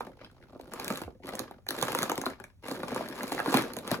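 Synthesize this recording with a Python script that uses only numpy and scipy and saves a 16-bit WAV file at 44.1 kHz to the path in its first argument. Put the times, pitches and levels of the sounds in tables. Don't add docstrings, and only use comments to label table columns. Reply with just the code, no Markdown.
import sys
import numpy as np
from scipy import signal
from scipy.fft import rfft, irfft
from scipy.io import wavfile
from scipy.ndimage import uniform_filter1d

SR = 44100
rng = np.random.default_rng(int(sys.argv[2]) if len(sys.argv) > 2 else 0)


def digitize_waveform(pressure):
    field = np.atleast_2d(pressure).T
    bounded = np.clip(field, -1, 1)
    quanta = np.round(bounded * 32767).astype(np.int16)
    wavfile.write(sys.argv[1], SR, quanta)


N = 176400

# t/s, shell f/Hz, thump level/dB, knock level/dB, tick level/dB
COLLISIONS = [(0.0068, 1002, -47, -33, -50.5), (0.246, 3260, -72, -49.5, -64), (0.53, 604, -48, -55, -82),
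              (0.558, 551, -49, -46, -89), (0.598, 567, -67.5, -45, -78), (0.736, 1240, -46, -41, -42),
              (0.798, 940, -48, -39.5, -38.5), (0.9033, 957, -29.5, -31.5, -44),
              (1.017, 626, -39, -37.5, -45.5), (1.078, 594, -46, -41.5, -91), (1.29, 1490, -65, -41.5, -45),
              (1.3361, 746, -43, -44, -49.5), (1.3929, 1137, -41, -41.5, -33.5),
              (1.4, 715, -35.5, -39, -68), (1.511, 695, -57, -42, -56), (1.6662, 1450, -53.5, -46.5, -56.5),
              (1.6877, 1370, -38.5, -44, -30), (1.707, 1320, -37.5, -37, -33),
              (1.826, 1135, -29.5, -29.5, -30), (1.882, 1300, -32.5, -32, -42),
              (1.9491, 1003, -29.5, -28.5, -32.5), (1.988, 1314, -42, -33.5, -32.5),
              (2.0216, 1300, -50, -37, -37), (2.0301, 1281, -31.5, -29, -30),
              (2.0966, 1225, -30, -28.5, -34), (2.117, 836, -32.5, -28.5, -36),
              (2.1783, 822, -29.5, -36.5, -36.5), (2.2151, 1370, -36.5, -42, -38.5),
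              (2.2371, 950, -50, -37, -59), (2.264, 1110, -30.5, -29, -39),
              (2.4002, 1480, -44, -46.5, -55.5), (2.4399, 1601, -49.5, -46.5, -50.5),
              (2.7136, 850, -30.5, -38.5, -41.5), (2.8325, 1055, -40, -34.5, -47),
              (2.9185, 706.4, -29.5, -41, -51), (2.9615, 850, -39, -31, -45.5),
              (3.008, 650, -38, -34.5, -67), (3.2072, 1737, -44, -37.5, -61), (3.232, 856, -35, -38, -39.5),
              (3.32, 706, -32.5, -32, -37.5), (3.379, 1619, -46.5, -35, -57),
              (3.3921, 1514, -58, -33.5, -44.5), (3.4007, 1158, -37, -27.5, -42),
              (3.46, 1096, -34, -31, -41), (3.477, 832, -23, -35, -48), (3.5412, 1005, -36, -22, -38),
              (3.5432, 1093, -20, -28, -34), (3.5713, 1310, -44, -34.5, -28.5),
              (3.7669, 809.7, -33.5, -42.5, -40), (3.8768, 1302, -37, -41.5, -39.5),
              (3.9147, 774, -23.5, -33, -32)]
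# t/s, tick level/dB
EDGE_SNAPS = [(0.314, -68), (.612, -56), (.845, -39), (0.88, -34.5), (.957, -41), (0.973, -42.5),
              (1.27, -49), (1.353, -40.5), (1.788, -40.5), (1.8136, -37), (1.9202, -39.5), (2.038, -44),
              (2.156, -42.5), (2.258, -36), (2.883, -45.5), (2.946, -42), (3.0866, -44), (3.279, -45),
              (3.327, -41), (3.622, -38.5), (3.735, -43), (3.787, -41.5)]
# t/s, thump level/dB, knock level/dB, tick level/dB
PUSH_CURVE = [(0, -53, -51, -63), (0.06, -47, -50.5, -62), (0.16, -64.5, -67, -81), (0.214, -51, -49, -73),
              (0.29, -60.5, -63, -81), (0.65, -51, -59, -68), (0.78, -47.5, -45, -56),
              (0.922, -36.5, -40, -43.5), (1.029, -57, -47.5, -52.5), (1.188, -59, -79.5, -100),
              (1.258, -43.5, -45.5, -51), (1.41, -42.5, -44.5, -63), (1.489, -56, -56, -78),
              (1.649, -70, -78, -92), (1.714, -43, -43, -48), (1.84, -37.5, -35.5, -42.5),
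              (2.04, -39.5, -38, -42), (2.19, -55, -46, -75), (2.29, -41, -45.5, -48),
              (2.36, -62, -56, -83), (2.47, -67, -62.5, -80), (2.6, -86, -86, -97.5),
              (2.634, -48.5, -47, -58.5), (2.688, -42, -41.5, -44), (2.81, -41.5, -45.5, -54.5),
              (2.969, -38, -37.5, -49.5), (3.09, -45, -46, -55), (3.34, -38.5, -38, -44.5),
              (3.431, -43, -41, -48), (3.559, -28, -26.5, -32.5), (3.699, -45.5, -46, -59),
              (3.831, -42.5, -50, -59), (3.941, -42.5, -29.5, -41), (4.0, -40, -56, -65)]
# f/pitch, level/dB, t60/s
SHELL_MODES = [(.52, -7, 0.016), (.8, -6.5, 0.011), (1.02, -2, 0.013), (1.25, -6, 0.014), (1.6, -14, 0.015),
               (2.4, -15.5, 0.012)]
# f/Hz, level/dB, t60/s
BIN_MODES = [(136, -22, 0.067), (180, -7.5, 0.04), (265.7, 0.5, 0.039), (348.7, 1, 0.036),
             (462.4, -2, 0.023), (554, 1, 0.034), (680, -9, 0.016), (877, -11.5, 0.037)]
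# f/Hz, level/dB
TICK_SPECTRUM = [(500, -14.5), (1500, 3), (4000, 6), (5500, -8.5), (7000, 0), (13000, 3.5), (16000, -12)]
# f/Hz, level/dB
RUB_SPECTRUM = [(600, -28), (2200, 0), (5500, -5.5), (9000, -37)]
# f/Hz, level/dB
AIR_SPECTRUM = [(20, -11.5), (48, 3), (110, 3.5), (500, -26.5), (16000, -42.5)]
# f/Hz, left phase lead/rad
MIC_PHASE = [(0, 0), (1600, .5), (3000, 2.8), (5200, 2.7), (6000, 0), (17000, -14)]

CLACK_TRIM_DB, JOSTLE_TRIM_DB = (-0.8, -0.2, -0.46), (-1.3, -4, -1.5)
HEAP_DB, ROOM_DB, STEREO_WIDTH = (-9, -7, -10.5), (-7, -8, -11), (0.49, 0.99, 0.74)
PART_SPREAD_DB = (4, 3, 1)

EGG_HZ, EGG_LOG_SPREAD, BIN_TUNING = 1093, 0.27, 0.98
CONTACT_S, LEAD_IN_S, LEAD_IN_DB = 0.01, 0.005, -16
HEAVY_FROM_DB, HEAVY_TILT_PER_OCT = -30.5, 0.71
CONTACTS_PER_S, FULL_PUSH_DB, HALF_RATE_DB = 400, -38, 9
HEAP_T60_S, HEAP_DELAY_S, ROOM_T60_S, ROOM_DELAY_S = 0.048, 0.001, 0.19, 0.00579


def clacks():
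    out = np.zeros((3, 2, N))
    snaps = [(start, EGG_HZ, -np.inf, -np.inf, db) for start, db in EDGE_SNAPS]
    for start, hz, *db in COLLISIONS + snaps:
        gain = undb(np.array(db) + CLACK_TRIM_DB) * np.sqrt(CONTACT_S * SR)
        tilt = HEAVY_TILT_PER_OCT * max(db[0] - HEAVY_FROM_DB, 0)
        add(out, start, place(contact(hz, tilt)) * gain[:, None, None])
        lead_in = unit(tick(clock(LEAD_IN_S)))
        add(out[2], start - LEAD_IN_S, lead_in * gain[2] * undb(LEAD_IN_DB))
    return out


def contact(shell_hz, tilt_db_per_oct=0, low_cut_hz=139.5, tick_rise_s=0.0005, tick_t60_s=0.0055):
    wall = [(hz, db - tilt_db_per_oct * np.log2(hz / BIN_MODES[0][0]), t60) for hz, db, t60 in BIN_MODES]
    thump = ring(wall, BIN_TUNING, log_spread=0.081, spread_db=4, rise_s=0.0019, lag_cycles=1.025)
    knock = ring(SHELL_MODES, shell_hz, log_spread=0.067, spread_db=2.5, rise_s=0.00029, lag_cycles=0.4)
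    low_cut = signal.butter(2, low_cut_hz, "high", fs=SR, output="sos")
    thump, knock = signal.sosfilt(low_cut, [thump, knock])
    t = np.arange(len(knock)) / SR
    crack = (1 - np.exp(-t / tick_rise_s)) * fade(t, tick_t60_s)
    return unit(np.array([thump, knock, tick(crack)]))


def ring(modes, pitch, log_spread, spread_db, rise_s, lag_cycles):
    base, db, t60 = np.array(modes, float).T[:, :, None]
    detune, strength, sign = rng.standard_normal((3, len(modes), 1))
    hz = base * pitch * np.exp(log_spread * detune)
    t = np.maximum(clock(0.08) - lag_cycles / hz, 0)
    waves = np.sin(2 * np.pi * hz * t) * fade(t, t60) * (1 - np.exp(-t / rise_s))
    return np.sum(np.sign(sign) * undb(db + spread_db * strength) * waves, axis=0)


def tick(envelope, peak_db=9, peak_width_oct=0.35):
    hz, db = np.array(TICK_SPECTRUM, float).T
    grid_hz = np.geomspace(hz[0], hz[-1], 48)
    centre_hz = np.geomspace(hz[2], hz[-3], 48)[rng.integers(48)]
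    resonance_db = peak_db * np.exp(-(np.log2(grid_hz / centre_hz) / peak_width_oct) ** 2)
    burst = rng.standard_normal(len(envelope)) * envelope
    return colour(burst, np.c_[grid_hz, np.interp(grid_hz, hz, db) + resonance_db])


def place(parts, spread_db=3.5):
    pan_db = spread_db * rng.standard_normal() * np.array([0, 1, 1])
    return parts[:, None] * undb(np.array([pan_db, -pan_db]).T / 2)[:, :, None]


def jostle(egg_count=90, spread_db=3):
    detunes = np.clip(rng.standard_normal(egg_count), -2, 2)
    eggs = [place(contact(hz)) for hz in EGG_HZ * np.exp(EGG_LOG_SPREAD * detunes)]
    slots = int(CONTACTS_PER_S * N / SR)
    jitter = rng.standard_normal((slots, 5))
    times = (np.arange(slots) + jitter[:, 0]) / CONTACTS_PER_S
    strength = np.clip(jitter[:, 1:], -2, 2)
    sizes = undb(spread_db * strength[:, :1] + PART_SPREAD_DB * strength[:, 1:])
    sizes /= np.sqrt(np.mean(sizes ** 2) * CONTACTS_PER_S / SR)
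    push_s, *levels_db = np.array(PUSH_CURVE, float).T
    push_db = np.array([np.interp(times, push_s, db) for db in levels_db]).T
    share = np.minimum(2 ** ((push_db[:, 1] - FULL_PUSH_DB) / HALF_RATE_DB), 1)
    tally = np.floor(np.cumsum(share * rng.uniform(0.5, 1.5, slots)))
    hits = np.diff(tally, prepend=0) > 0
    gains = sizes * undb(push_db + JOSTLE_TRIM_DB) / np.sqrt(share)[:, None]
    picks = rng.integers(egg_count, size=slots)
    out = np.zeros((3, 2, N))
    for start, gain, egg in zip(times[hits], gains[hits], picks[hits]):
        add(out, start, eggs[egg] * gain[:, None, None])
    return out


def rubbing(knocks, relative_db=-8.5, smear_s=0.0098):
    power = uniform_filter1d(np.mean(knocks ** 2, axis=0), int(smear_s * SR))
    force = np.sqrt(np.abs(power))
    friction = np.array([colour(noise, RUB_SPECTRUM) for noise in rng.standard_normal((2, N))])
    return undb(relative_db) * force * unit(friction) * np.sqrt(N)


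def bump(start_s=1.03, length_s=0.09, start_hz=134.3, sink_s=0.088, level_db=-41.5):
    t = clock(length_s)
    phase = 2 * np.pi * np.cumsum(start_hz * np.exp(-t / sink_s)) / SR
    out = np.zeros(N)
    add(out, start_s, undb(level_db) * np.sin(phase) * np.sin(np.pi * t / length_s) ** 2)
    return out


def space(heap_db, room_db, width):
    t = clock(0.54)
    angle = width * np.pi / 4
    response = np.zeros((2, len(t)))
    response[:, 0] = 1
    for db, t60, delay in ((heap_db, HEAP_T60_S, HEAP_DELAY_S), (room_db, ROOM_T60_S, ROOM_DELAY_S)):
        mid, side = rng.standard_normal((2, len(t)))
        echoes = np.cos(angle) * mid + np.sin(angle) * np.array([side, -side])
        response += undb(db) * unit(echoes * fade(t, t60) * (t > delay))
    return response


def air(mid_db=-60.5, side_gain=0.44):
    mid, side = (unit(colour(noise, AIR_SPECTRUM)) for noise in rng.standard_normal((2, N)))
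    return undb(mid_db) * np.sqrt(N) * (mid + side_gain * np.array([side, -side]))


def undb(db):
    return 10 ** (np.asarray(db) / 20)


def clock(length_s):
    return np.arange(int(length_s * SR)) / SR


def fade(t, t60):
    return np.exp(-np.log(1000) * t / t60)


def unit(x):
    return x / np.sqrt(np.sum(x ** 2, axis=-1, keepdims=True) + 1e-20)


def colour(x, spectrum, size=4096):
    hz, db = np.array(spectrum, float).T
    grid_hz = np.fft.rfftfreq(size, 1 / SR)
    gain = undb(np.interp(np.log(grid_hz + 1), np.log(hz), db))
    cepstrum = irfft(np.log(gain))
    cepstrum[1:size // 2] *= 2
    cepstrum[size // 2 + 1:] = 0
    response = irfft(np.exp(rfft(cepstrum)))
    return signal.fftconvolve(x, response)[:len(x)]


def add(out, start_s, sound):
    i = int(np.clip(start_s * SR, 0, N - 1))
    out[..., i:i + sound.shape[-1]] += sound[..., :N - i]


def scene():
    responses = [space(*settings) for settings in zip(HEAP_DB, ROOM_DB, STEREO_WIDTH)]
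    background = air() + bump()
    loud = clacks()
    thumps, knocks, ticks = jostle()
    parts = loud + np.array([thumps, knocks, ticks + rubbing(knocks)])
    eggs = sum(signal.fftconvolve(part, response, axes=1) for part, response in zip(parts, responses))
    return background + eggs[:, :N]


def record(dry, top_hz=16500):
    lead_rad = np.interp(np.fft.rfftfreq(2 * N, 1 / SR), *np.array(MIC_PHASE).T)
    shift = np.exp(0.5j * lead_rad * np.array([[1], [-1]]))
    heard = irfft(rfft(dry, 2 * N) * shift)[:, :N]
    return signal.sosfilt(signal.ellip(8, 0.2, 70, top_hz, fs=SR, output="sos"), heard)


dry = scene()
out = record(dry)
digitize_waveform(out)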